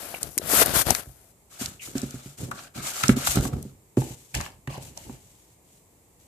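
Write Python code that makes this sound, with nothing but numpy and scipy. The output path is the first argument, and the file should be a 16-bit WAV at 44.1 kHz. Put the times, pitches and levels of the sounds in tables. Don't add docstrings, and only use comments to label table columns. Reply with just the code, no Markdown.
import sys
import numpy as np
from scipy import signal
from scipy.fft import rfft, irfft, next_fast_len
from scipy.io import wavfile
from scipy.ndimage import map_coordinates

SR = 44100
rng = np.random.default_rng(int(sys.argv[2]) if len(sys.argv) > 2 else 0)


def generate_wav(signal):
    frames = np.transpose(np.atleast_2d(signal))
    scaled = np.clip(frames, -1, 1) * 32767
    pcm = np.round(scaled).astype(np.int16)
    wavfile.write(sys.argv[1], SR, pcm)


N = 276507

TURNED_S = 3.8
# centre_hz, width_hz, level_db
UPPER_MODES = [(550, 330, -6.5), (692, 140, 1.5), (1343, 200, 1.5), (1707, 290, -3), (2340, 460, -4.5),
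               (3020, 540, -6), (4200, 1500, -7)]
# centre_hz, width_hz, level_db
COLLAR_MODES = [(541, 98, -0.5), (654, 95, 3.5), (863, 140, 4), (1724, 280, -1), (2233, 910, -2.5),
                (2960, 450, 0), (4580, 900, -7)]
# freq_hz, level_db
FABRIC_EQ = [(1500, -10), (3000, -3.5), (5000, -5), (7000, 2.5), (8200, 1.5), (9500, -5), (12500, -5),
             (14400, -6)]
# freq_hz, level_db
RUMBLE_EQ = [(25, -26.5), (45, 0), (65, 1.5), (95, -3.5), (135, -1), (170, -5), (230, -6), (400, -8),
             (700, -13.5), (1500, -23.5)]
# freq_hz, left_over_right_db
COVERED_PAN = [(100, -2), (350, 6.5), (800, 9.5), (2000, 8.5), (4500, 7), (7500, 0), (10000, 27),
               (14000, 16)]
# freq_hz, left_over_right_db
OPEN_PAN = [(200, -1.5), (2000, 1), (6000, 2.5), (9000, 3), (11000, 10), (14000, 0.5)]


def sole_thumps(attack_s=0.0019, sole_t60_s=0.056):
    # start_s, level_db, pitch_hz
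    knocks = [(1.071, -32.5, 84), (1.613, -23, 239), (1.954, -16.5, 264), (2.032, -17, 237),
              (2.142, -23, 174), (2.26, -28, 176), (2.432, -19.5, 166), (2.785, -31, 202),
              (3.039, -20, 150), (3.092, -1, 222), (3.168, -17, 246), (3.286, -23.5, 73),
              (3.371, -5.5, 177), (3.391, -19.5, 84), (3.427, -22.5, 291), (3.453, -19, 260),
              (3.529, -19.5, 135), (3.563, -25, 211), (3.652, -26, 206), (3.973, -6, 316),
              (3.98, -11.5, 141), (4.107, -27, 155), (4.677, -21.5, 134), (4.778, -26.5, 151),
              (5.096, -28, 233)]
    # pitch_hz, level_db, t60_s
    box_modes = [(65.5, -10, 0.29), (133.6, -5.5, 0.2), (223, -3, 0.052), (257.5, -0.5, 0.039),
                 (348, -6, 0.055), (367, -17, 0.093), (478, -7.5, 0.052), (551.4, -17.5, 0.12)]
    out, t = np.zeros((2, N)), np.arange(SR // 2) / SR
    hz, mode_db, t60 = np.transpose(box_modes)[:, :, None]
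    for start, db, pitch_hz in knocks:
        strength = band(hz, pitch_hz, octaves=1.03) * amp(mode_db + rng.standard_normal(hz.shape))
        detune = 1 + 0.035 * rng.standard_normal(hz.shape)
        box = np.sum(strength * amp(-60 * t / t60) * np.sin(2 * np.pi * hz * detune * t), 0)
        sole = amp(-60 * t / sole_t60_s) * np.sin(2 * np.pi * pitch_hz * t)
        thump = (box + sole) * (1 - np.exp(-t / attack_s))
        add(out, start, amp(db - 2) * thump / abs(thump).max() * panned(-2.4))
    return out


def hand_on_case():
    # start_s, rise_s, hold_s, hiss_db, scrape_offset_db, rocking_offset_db
    swipes = [(-.01, 0.017, 0.18, -40, -5.5, -11), (0.188, 0.031, 0.057, -44.5, -5.5, 5),
              (.27, 0.006, 0.13, -47.5, -13.5, -4.5), (.385, 0.051, 0.047, -46, -1, 6),
              (0.429, 0.18, 0.0077, -17.5, -8.5, -15), (0.595, 0.026, 0.0072, -19, -3.5, -9.5),
              (.635, 0.03, 0.1, -35, 0, 3.5), (.72, 0.05, 0.048, -20.5, -7, -6.5),
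              (0.844, 0.038, 0.038, -31, -2, 3.5), (.915, 0.011, 0.077, -35.5, -6, -14.5),
              (.975, 0.044, 0.014, -49.5, -2.5, -7), (1.04, 0.0072, 0.27, -55, -10.5, -13.5)]
    # freq_hz, level_db
    hiss_eq = [(2500, -51.5), (4500, -8), (6200, 2), (8000, 4), (10000, -5), (12500, -0.5), (14400, -2.5)]
    # freq_hz, level_db
    scrape_eq = [(400, -19.5), (900, -5), (1450, -1), (2100, -6), (3000, -7), (5000, -7.5), (8000, -24.5)]
    # freq_hz, level_db
    drag_eq = [(60, -31), (200, -0.5), (400, -3), (700, 3), (1000, -16.5), (2000, -16.5)]
    moves = [(start, rise, hold, db, db + scrape_db, db + rock_db)
             for start, rise, hold, db, scrape_db, rock_db in swipes]
    hiss_env, scrape_env, rock_env = pressure(moves, sag_db_per_s=30, release_s=0.057, linger_db=-15.5)
    drag_env = scrape_env.max() * (scrape_env / scrape_env.max()) ** 0.83
    glide = friction(slips_per_s=4000, spread_db=2, smooth=1.4, judder_db=1.2, judder_hz=150)
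    hiss = hiss_env * at_ports(glide, eq(hiss_eq), COVERED_PAN)
    crackle = grit(count=16000, spread_db=2.2, t60_s=0.007) + 0.8 * rng.standard_normal((2, N))
    scrape = scrape_env * at_ports(crackle, eq(scrape_eq), COVERED_PAN)
    slips = friction(slips_per_s=230, spread_db=1.5, smooth=0.95, judder_db=-0.5, judder_hz=480)
    drag = drag_env * at_ports(slips, eq(drag_eq), COVERED_PAN)
    jolts = friction(slips_per_s=220, spread_db=1.5, smooth=0.57, judder_db=2, judder_hz=20)
    rocking = rock_env * at_ports(jolts, eq(RUMBLE_EQ), [(100, 11)])
    return hiss + scrape + amp(-1.5) * drag + amp(-2) * rocking


def finger_strokes():
    # start_s, rise_s, hold_s, swish_db, rub_db
    strokes = [(1.49, .035, 0.1, -51.5, -53.5), (1.58, 0.035, 0.017, -35, -37.5),
               (1.66, .02, 0.065, -53, -57.5), (1.795, 0.05, 0.01, -39.5, -62),
               (1.87, 0.019, 0.07, -51.5, -58.5), (1.94, 0.029, 0.014, -42, -41),
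               (2.01, 0.023, 0.21, -48.5, -48.5), (2.22, 0.044, .05, -50.5, -57.5),
               (2.365, .025, 0.059, -45, -53), (2.51, 0.069, 0.068, -49.5, -47),
               (2.735, 0.032, 0.033, -44.5, -41), (2.8, .07, 0.02, -32.5, -37),
               (2.87, 0.14, 0.15, -35, -36), (3.158, 0.012, 0.081, -35.5, -34),
               (3.23, 0.042, 0.046, -26.5, -46.5), (3.33, 0.027, 0.018, -38.5, -34),
               (3.41, 0.024, 0.043, -38, -58.5), (3.51, 0.014, 0.17, -57.5, -59.5),
               (3.965, 0.014, 0.19, -44.5, -52.5), (4.15, 0.026, 0.18, -55, -84),
               (4.338, 0.0089, 0.0048, -37, -34.5), (4.355, 0.015, 0.082, -46.5, -40.5),
               (4.685, 0.022, 0.051, -52, -42.5), (4.79, 0.036, 0.061, -49, -55),
               (4.93, 0.058, 0.17, -52, -54), (5.15, .08, .3, -59, -76.5), (5.58, .17, .03, -62.5, -92),
               (6.185, 0.02, 0.07, -63, -87)]
    lifts = [2.681, 3.128, 3.481, 4.145]
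    swish_env, rub_env = pressure(strokes, sag_db_per_s=28, release_s=0.26, linger_db=-2, lifts=lifts)
    weave = friction(slips_per_s=2500, spread_db=1, smooth=1.2, judder_db=1.4, judder_hz=110)
    snags = unit(friction(slips_per_s=160, spread_db=5, smooth=0, judder_db=13, judder_hz=13))
    fabric = at_ports(unit(weave) + amp(-17.5) * snags, eq(FABRIC_EQ), OPEN_PAN)
    grain = grit(count=14000, spread_db=3, t60_s=0.011) * amp(2 * wobble(40))
    force = grain + amp(-11) * snags
    upper = at_ports(force, ringing(UPPER_MODES), OPEN_PAN)
    collar = at_ports(force, ringing(COLLAR_MODES), OPEN_PAN)
    leather = np.where(np.arange(N) / SR < TURNED_S, flexing(upper), collar)
    return swish_env * fabric + amp(-3.5) * rub_env * leather


def finger_taps(octaves=0.64):
    # start_s, level_db, centre_hz, t60_s
    taps = [(0.617, -11.5, 1040, 0.03), (.949, -18, 1900, 0.014), (1.874, -39, 1310, .02),
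            (1.953, -34, 1300, .03), (2.5128, -20.5, 1070, 0.044), (3.033, -16.5, 2780, 0.055),
            (3.036, -10.5, 1510, 0.022), (3.092, -10.5, 1740, 0.035), (3.272, -13, 1030, 0.016),
            (3.37, -18.5, 980, 0.036), (3.451, -22, 810, 0.034), (3.531, -31.5, 893, 0.044),
            (3.9695, -25.5, 1050, 0.055), (4.018, -24, 855, 0.022), (4.3433, -20.5, 1810, 0.03),
            (4.35, -24, 2200, 0.029), (4.403, -23, 1290, 0.023), (4.411, -23.5, 1330, 0.04),
            (4.462, -28, 1250, 0.02), (4.673, -26.5, 1460, 0.032), (4.777, -29.5, 445, 0.046),
            (4.972, -35, 585, .035), (5.095, -35.5, 880, 0.03)]
    out, t = np.zeros((2, N)), np.arange(SR // 6) / SR
    for start, db, centre_hz, t60 in taps:
        envelope = hit_envelope(t, t60, attack_s=0.00049)
        balance = COVERED_PAN if start < 1 else OPEN_PAN
        shell = ringing(UPPER_MODES if start < TURNED_S else COLLAR_MODES)
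        crunch = lambda colour: at_ports(envelope * rng.standard_normal((2, len(t))), colour, balance)
        body = crunch(lambda hz: shell(hz) * band(hz, centre_hz, octaves))
        crack = crunch(lambda hz: band(hz, centre_hz, octaves))
        snap = crunch(eq(FABRIC_EQ))
        tap = body + amp(-8) * crack + amp(-11) * snap
        add(out, start, amp(db - 2.5) * tap / abs(tap.mean(0)).max())
    return out


def case_ticks(t60_s=0.0068, attack_s=0.00008, slip_s=0.0015, ring_hz=4060, ring_t60_s=0.05):
    # start_s, level_db, pitch_hz, left_over_right_db
    ticks = [(0.2303, -10.5, 7400, -1), (0.3785, -6, 9200, 12), (0.3845, -11.5, 6170, -6.5),
             (0.66, -10.5, 11500, 15), (0.9038, -13.5, 5420, 11), (0.906, -4.5, 7200, 9.5),
             (0.9495, -11.5, 6170, 5.5), (1.6592, -17.5, 5950, -6.5), (1.9812, -21.5, 6740, -10.5),
             (2.017, -25.5, 6620, 6.5), (2.108, -31, 6390, -1.5), (2.5118, -32, 9000, 19),
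             (3.0362, -16, 5625, 7.5), (3.0815, -9, 6700, -10), (3.271, -19, 3680, 9),
             (3.357, -16, 6800, -4), (3.627, -31, 8000, 1), (4.35, -18.5, 6160, 0), (4.373, -28, 7160, -2),
             (4.411, -22.5, 6200, 0), (4.975, -25.5, 6160, -6)]
    out, t = np.zeros((2, N)), np.arange(SR // 30) / SR
    second_slip = hit_envelope(np.maximum(t - slip_s, 0), t60_s, attack_s)
    envelope = hit_envelope(t, t60_s, attack_s) + amp(-6) * second_slip
    ring = amp(-21.5 - 60 * t / ring_t60_s) * np.sin(2 * np.pi * ring_hz * t)
    for start, db, pitch_hz, pan_db in ticks:
        burst = rng.standard_normal((2, len(t))) * envelope
        pan = lambda hz: panned(pan_db + along(OPEN_PAN, hz) - along(OPEN_PAN, pitch_hz))
        crack = filtered(burst, lambda hz: band(hz, pitch_hz, octaves=0.55) * pan(hz))
        tick = crack / abs(crack.mean(0)).max() + ring * band(ring_hz, pitch_hz, octaves=0.66)
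        add(out, start, amp(db) * tick)
    return out


def palm_bumps(t60_cycles=10):
    # start_s, level_db, pitch_hz
    bumps = [(0.142, -25, 700), (0.373, -26.5, 310), (0.3785, -22, 2200), (0.397, -30, 375),
             (0.4172, -30, 560), (.535, -16, 455), (0.618, -13, 447), (0.886, -18, 720), (0.9059, -11, 750)]
    out, t = np.zeros((2, N)), np.arange(SR // 20) / SR
    for start, db, pitch_hz in bumps:
        envelope = hit_envelope(t, t60_cycles / pitch_hz, attack_s=0.000067)
        knock = envelope * np.sin(2 * np.pi * pitch_hz * t)
        add(out, start, amp(db) * knock / abs(knock).max() * panned(along(COVERED_PAN, pitch_hz)))
    return out


def shoe_slides():
    # start_s, rise_s, hold_s, level_db, centre_hz
    shoves = [(1.592, 0.026, 0.1, -46.5, 111), (1.85, 0.039, 0.57, -50.5, 218),
              (2.37, 0.044, 0.09, -38.5, 204), (2.745, 0.023, 0.017, -40, 199),
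              (3.02, 0.023, 0.2, -40, 122), (3.34, 0.02, 0.12, -31, 242), (3.525, 0.0078, 0.028, -33, 80),
              (3.978, 0.0193, 0.086, -46, 251), (4.333, 0.019, 0.046, -35.5, 78),
              (4.672, 0.026, 0.3, -44.5, 120), (5.045, 0.028, 0.023, -43.5, 121.4)]
    out = np.zeros((2, N))
    slips = friction(slips_per_s=500, spread_db=1, smooth=0.8, judder_db=1.5, judder_hz=25)
    rumble = at_ports(slips, eq(RUMBLE_EQ), OPEN_PAN)
    for *move, centre_hz in shoves:
        envelope, = pressure([move], sag_db_per_s=35.5, release_s=0.47, linger_db=-19)
        out += envelope * unit(filtered(rumble, lambda hz: band(hz, centre_hz, octaves=1.6)))
    return amp(1) * out


def leather_squeaks():
    # start_s, length_s, start_hz, end_hz, level_db
    squeaks = [(0.144, 0.007, 2600, 2460, -32.5), (1.793, 0.056, 2770, 2110, -47),
               (4.35, 0.1, 880, 786, -48), (4.689, 0.083, 1150, 985, -48)]
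    out = np.zeros((2, N))
    for start, length, start_hz, end_hz, db in squeaks:
        n = int(length * SR)
        width_hz = start_hz ** 2 / 17000
        flutter = unit(filtered(rng.standard_normal((2, n)), lambda hz: np.exp(-(hz / width_hz) ** 2)))
        tone = np.sin(2 * np.pi * np.cumsum(np.linspace(start_hz, end_hz, n)) / SR)
        add(out, start, amp(db) * unit(flutter * tone * signal.windows.tukey(n, 0.15)))
    return out


def room_reverb(send, predelay_s=0.0047):
    # freq_hz, t60_s
    decay_times = [(120, 0.17), (400, .38), (2000, 0.26), (10000, 0.14)]
    hz, t, spectrum = signal.stft(rng.standard_normal((2, SR // 2)), SR, nperseg=256)
    decay = amp(-60 * t / along(decay_times, hz)[:, None])
    _, tail = signal.istft(spectrum * decay, SR, nperseg=256)
    tail = at_ports(tail, np.ones_like, OPEN_PAN)
    tail = np.pad(tail, ((0, 0), (int(predelay_s * SR), 0)))
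    return signal.fftconvolve(send.mean(0)[None], tail / np.linalg.norm(tail[0]), axes=1)[:, :N]


def room_tone():
    # freq_hz, level_db
    air_eq = [(22, -10.5), (50, -4.5), (130, -5.5), (240, -12.5), (360, -11), (600, -16.5), (950, -18),
              (1500, -31), (2150, -24), (3000, -30.5), (5500, -30.5), (7500, -20), (10000, -26),
              (14400, -26)]
    return amp(-59.5) * at_ports(rng.standard_normal((2, N)), eq(air_eq), [(100, 0.5), (10000, -0.5)])


def pressure(moves, sag_db_per_s, release_s, linger_db, lifts=(), linger_t60_s=0.26, lift_t60_s=0.052):
    power, t = 0, np.arange(N) / SR
    for start, rise, hold, *levels_db in moves:
        swell = np.sin(np.pi / 2 * np.clip((t - start) / rise, 0, 1)) ** 2
        held_s = np.clip(t - start - rise, 0, hold)
        after_s = np.maximum(t - start - rise - hold, 0)
        fade_db = np.maximum(-60 * after_s / release_s, linger_db - 60 * after_s / linger_t60_s)
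        next_lift = min([lift for lift in lifts if lift > start], default=np.inf)
        lifted_s = np.clip(t - next_lift, 0, lift_t60_s)
        envelope = swell * amp(fade_db - sag_db_per_s * held_s - 60 * lifted_s / lift_t60_s)
        power += np.outer(amp(levels_db), envelope) ** 2
    return np.sqrt(power)


def friction(slips_per_s, spread_db, smooth, judder_db, judder_hz):
    slips = rng.random(N) < slips_per_s / SR
    sizes = amp(spread_db * np.minimum(rng.exponential(size=N), np.pi))
    force = unit(slips * sizes * rng.standard_normal((2, N))) + smooth * rng.standard_normal((2, N))
    return force * amp(judder_db * wobble(judder_hz))


def grit(count, spread_db, t60_s, top_hz=7000):
    t, channels = np.arange(SR // 150) / SR, []
    for start, pitch, chance in rng.random((2, 3, count, 1)):
        size = amp(-spread_db * np.log(np.maximum(chance, np.exp(-np.pi))))
        pings = size * amp(-60 * t / t60_s) * np.sin(2 * np.pi * top_hz * pitch * t)
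        samples = (start * N).astype(int) + np.arange(len(t))
        channels.append(np.bincount(samples.ravel(), pings.ravel(), N)[:N])
    return unit(np.array(channels))


def ringing(modes):
    return lambda hz: sum((-1) ** k * amp(db) * 1j * hz * width / (centre**2 - hz**2 + 1j * hz * width)
                          for k, (centre, width, db) in enumerate(modes))


def flexing(x, depth=0.035, bends_per_s=8):
    position = np.cumsum(1 + depth * wobble(bends_per_s))
    return np.array([map_coordinates(side, [position], mode="mirror") for side in x])


def at_ports(pair, colour, balance):
    # freq_hz, correlation
    likeness = [(100, 0.95), (400, 0.76), (1000, 0.21), (2000, 0), (5000, 0)]
    angle = lambda hz: np.arccos(along(likeness, hz)) / 2
    mid, side = filtered(pair, lambda hz: colour(hz) * np.array([np.cos(angle(hz)), np.sin(angle(hz))]))
    out = filtered(np.array([mid + side, mid - side]), lambda hz: panned(along(balance, hz)))
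    return out / (out.mean(0).std() + 1e-12)


def hit_envelope(t, t60_s, attack_s):
    return amp(-60 * t / t60_s) * (1 - np.exp(-t / attack_s))


def wobble(rate):
    knots = rng.standard_normal(int(N * rate / SR) + 4)
    return map_coordinates(knots, [np.arange(N) * rate / SR])


def filtered(x, response):
    n = x.shape[-1]
    padded = next_fast_len(n + 8192)
    return irfft(rfft(x, padded) * response(np.fft.rfftfreq(padded, 1 / SR)), padded)[..., :n]


def band(hz, centre_hz, octaves):
    return 1 / (1 + (np.log2((hz + 1) / centre_hz) / octaves) ** 2)


def eq(points):
    return lambda hz: amp(along(points, hz))


def along(points, hz):
    freqs, values = np.transpose(points)
    return np.interp(np.log(hz + 1), np.log(freqs + 1), values)


def panned(db):
    return amp(np.array([db, -db]).reshape(2, -1) / 2)


def amp(db):
    return 10 ** (np.asarray(db) / 20)


def unit(x):
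    return x / np.sqrt(np.mean(x ** 2) + 1e-20)


def add(track, start_s, sound):
    part = track[:, max(round(start_s * SR), 0):][:, :sound.shape[-1]]
    part += sound[..., :part.shape[1]]


def scene():
    thumps = sole_thumps()
    fingers = finger_taps() + leather_squeaks() + finger_strokes()
    air = room_tone()
    reverb = room_reverb(amp(-11) * thumps + amp(-7.5) * fingers)
    shoe = thumps + fingers + reverb + shoe_slides()
    case = hand_on_case() + palm_bumps() + case_ticks()
    return shoe + case + air


def record(dry, low_cut_hz=45, top_hz=14350):
    thinned = signal.sosfilt(signal.butter(4, low_cut_hz, "high", fs=SR, output="sos"), dry)
    return filtered(np.clip(thinned, -1, 1), lambda hz: hz < top_hz)


dry = scene()
out = record(dry)
generate_wav(out)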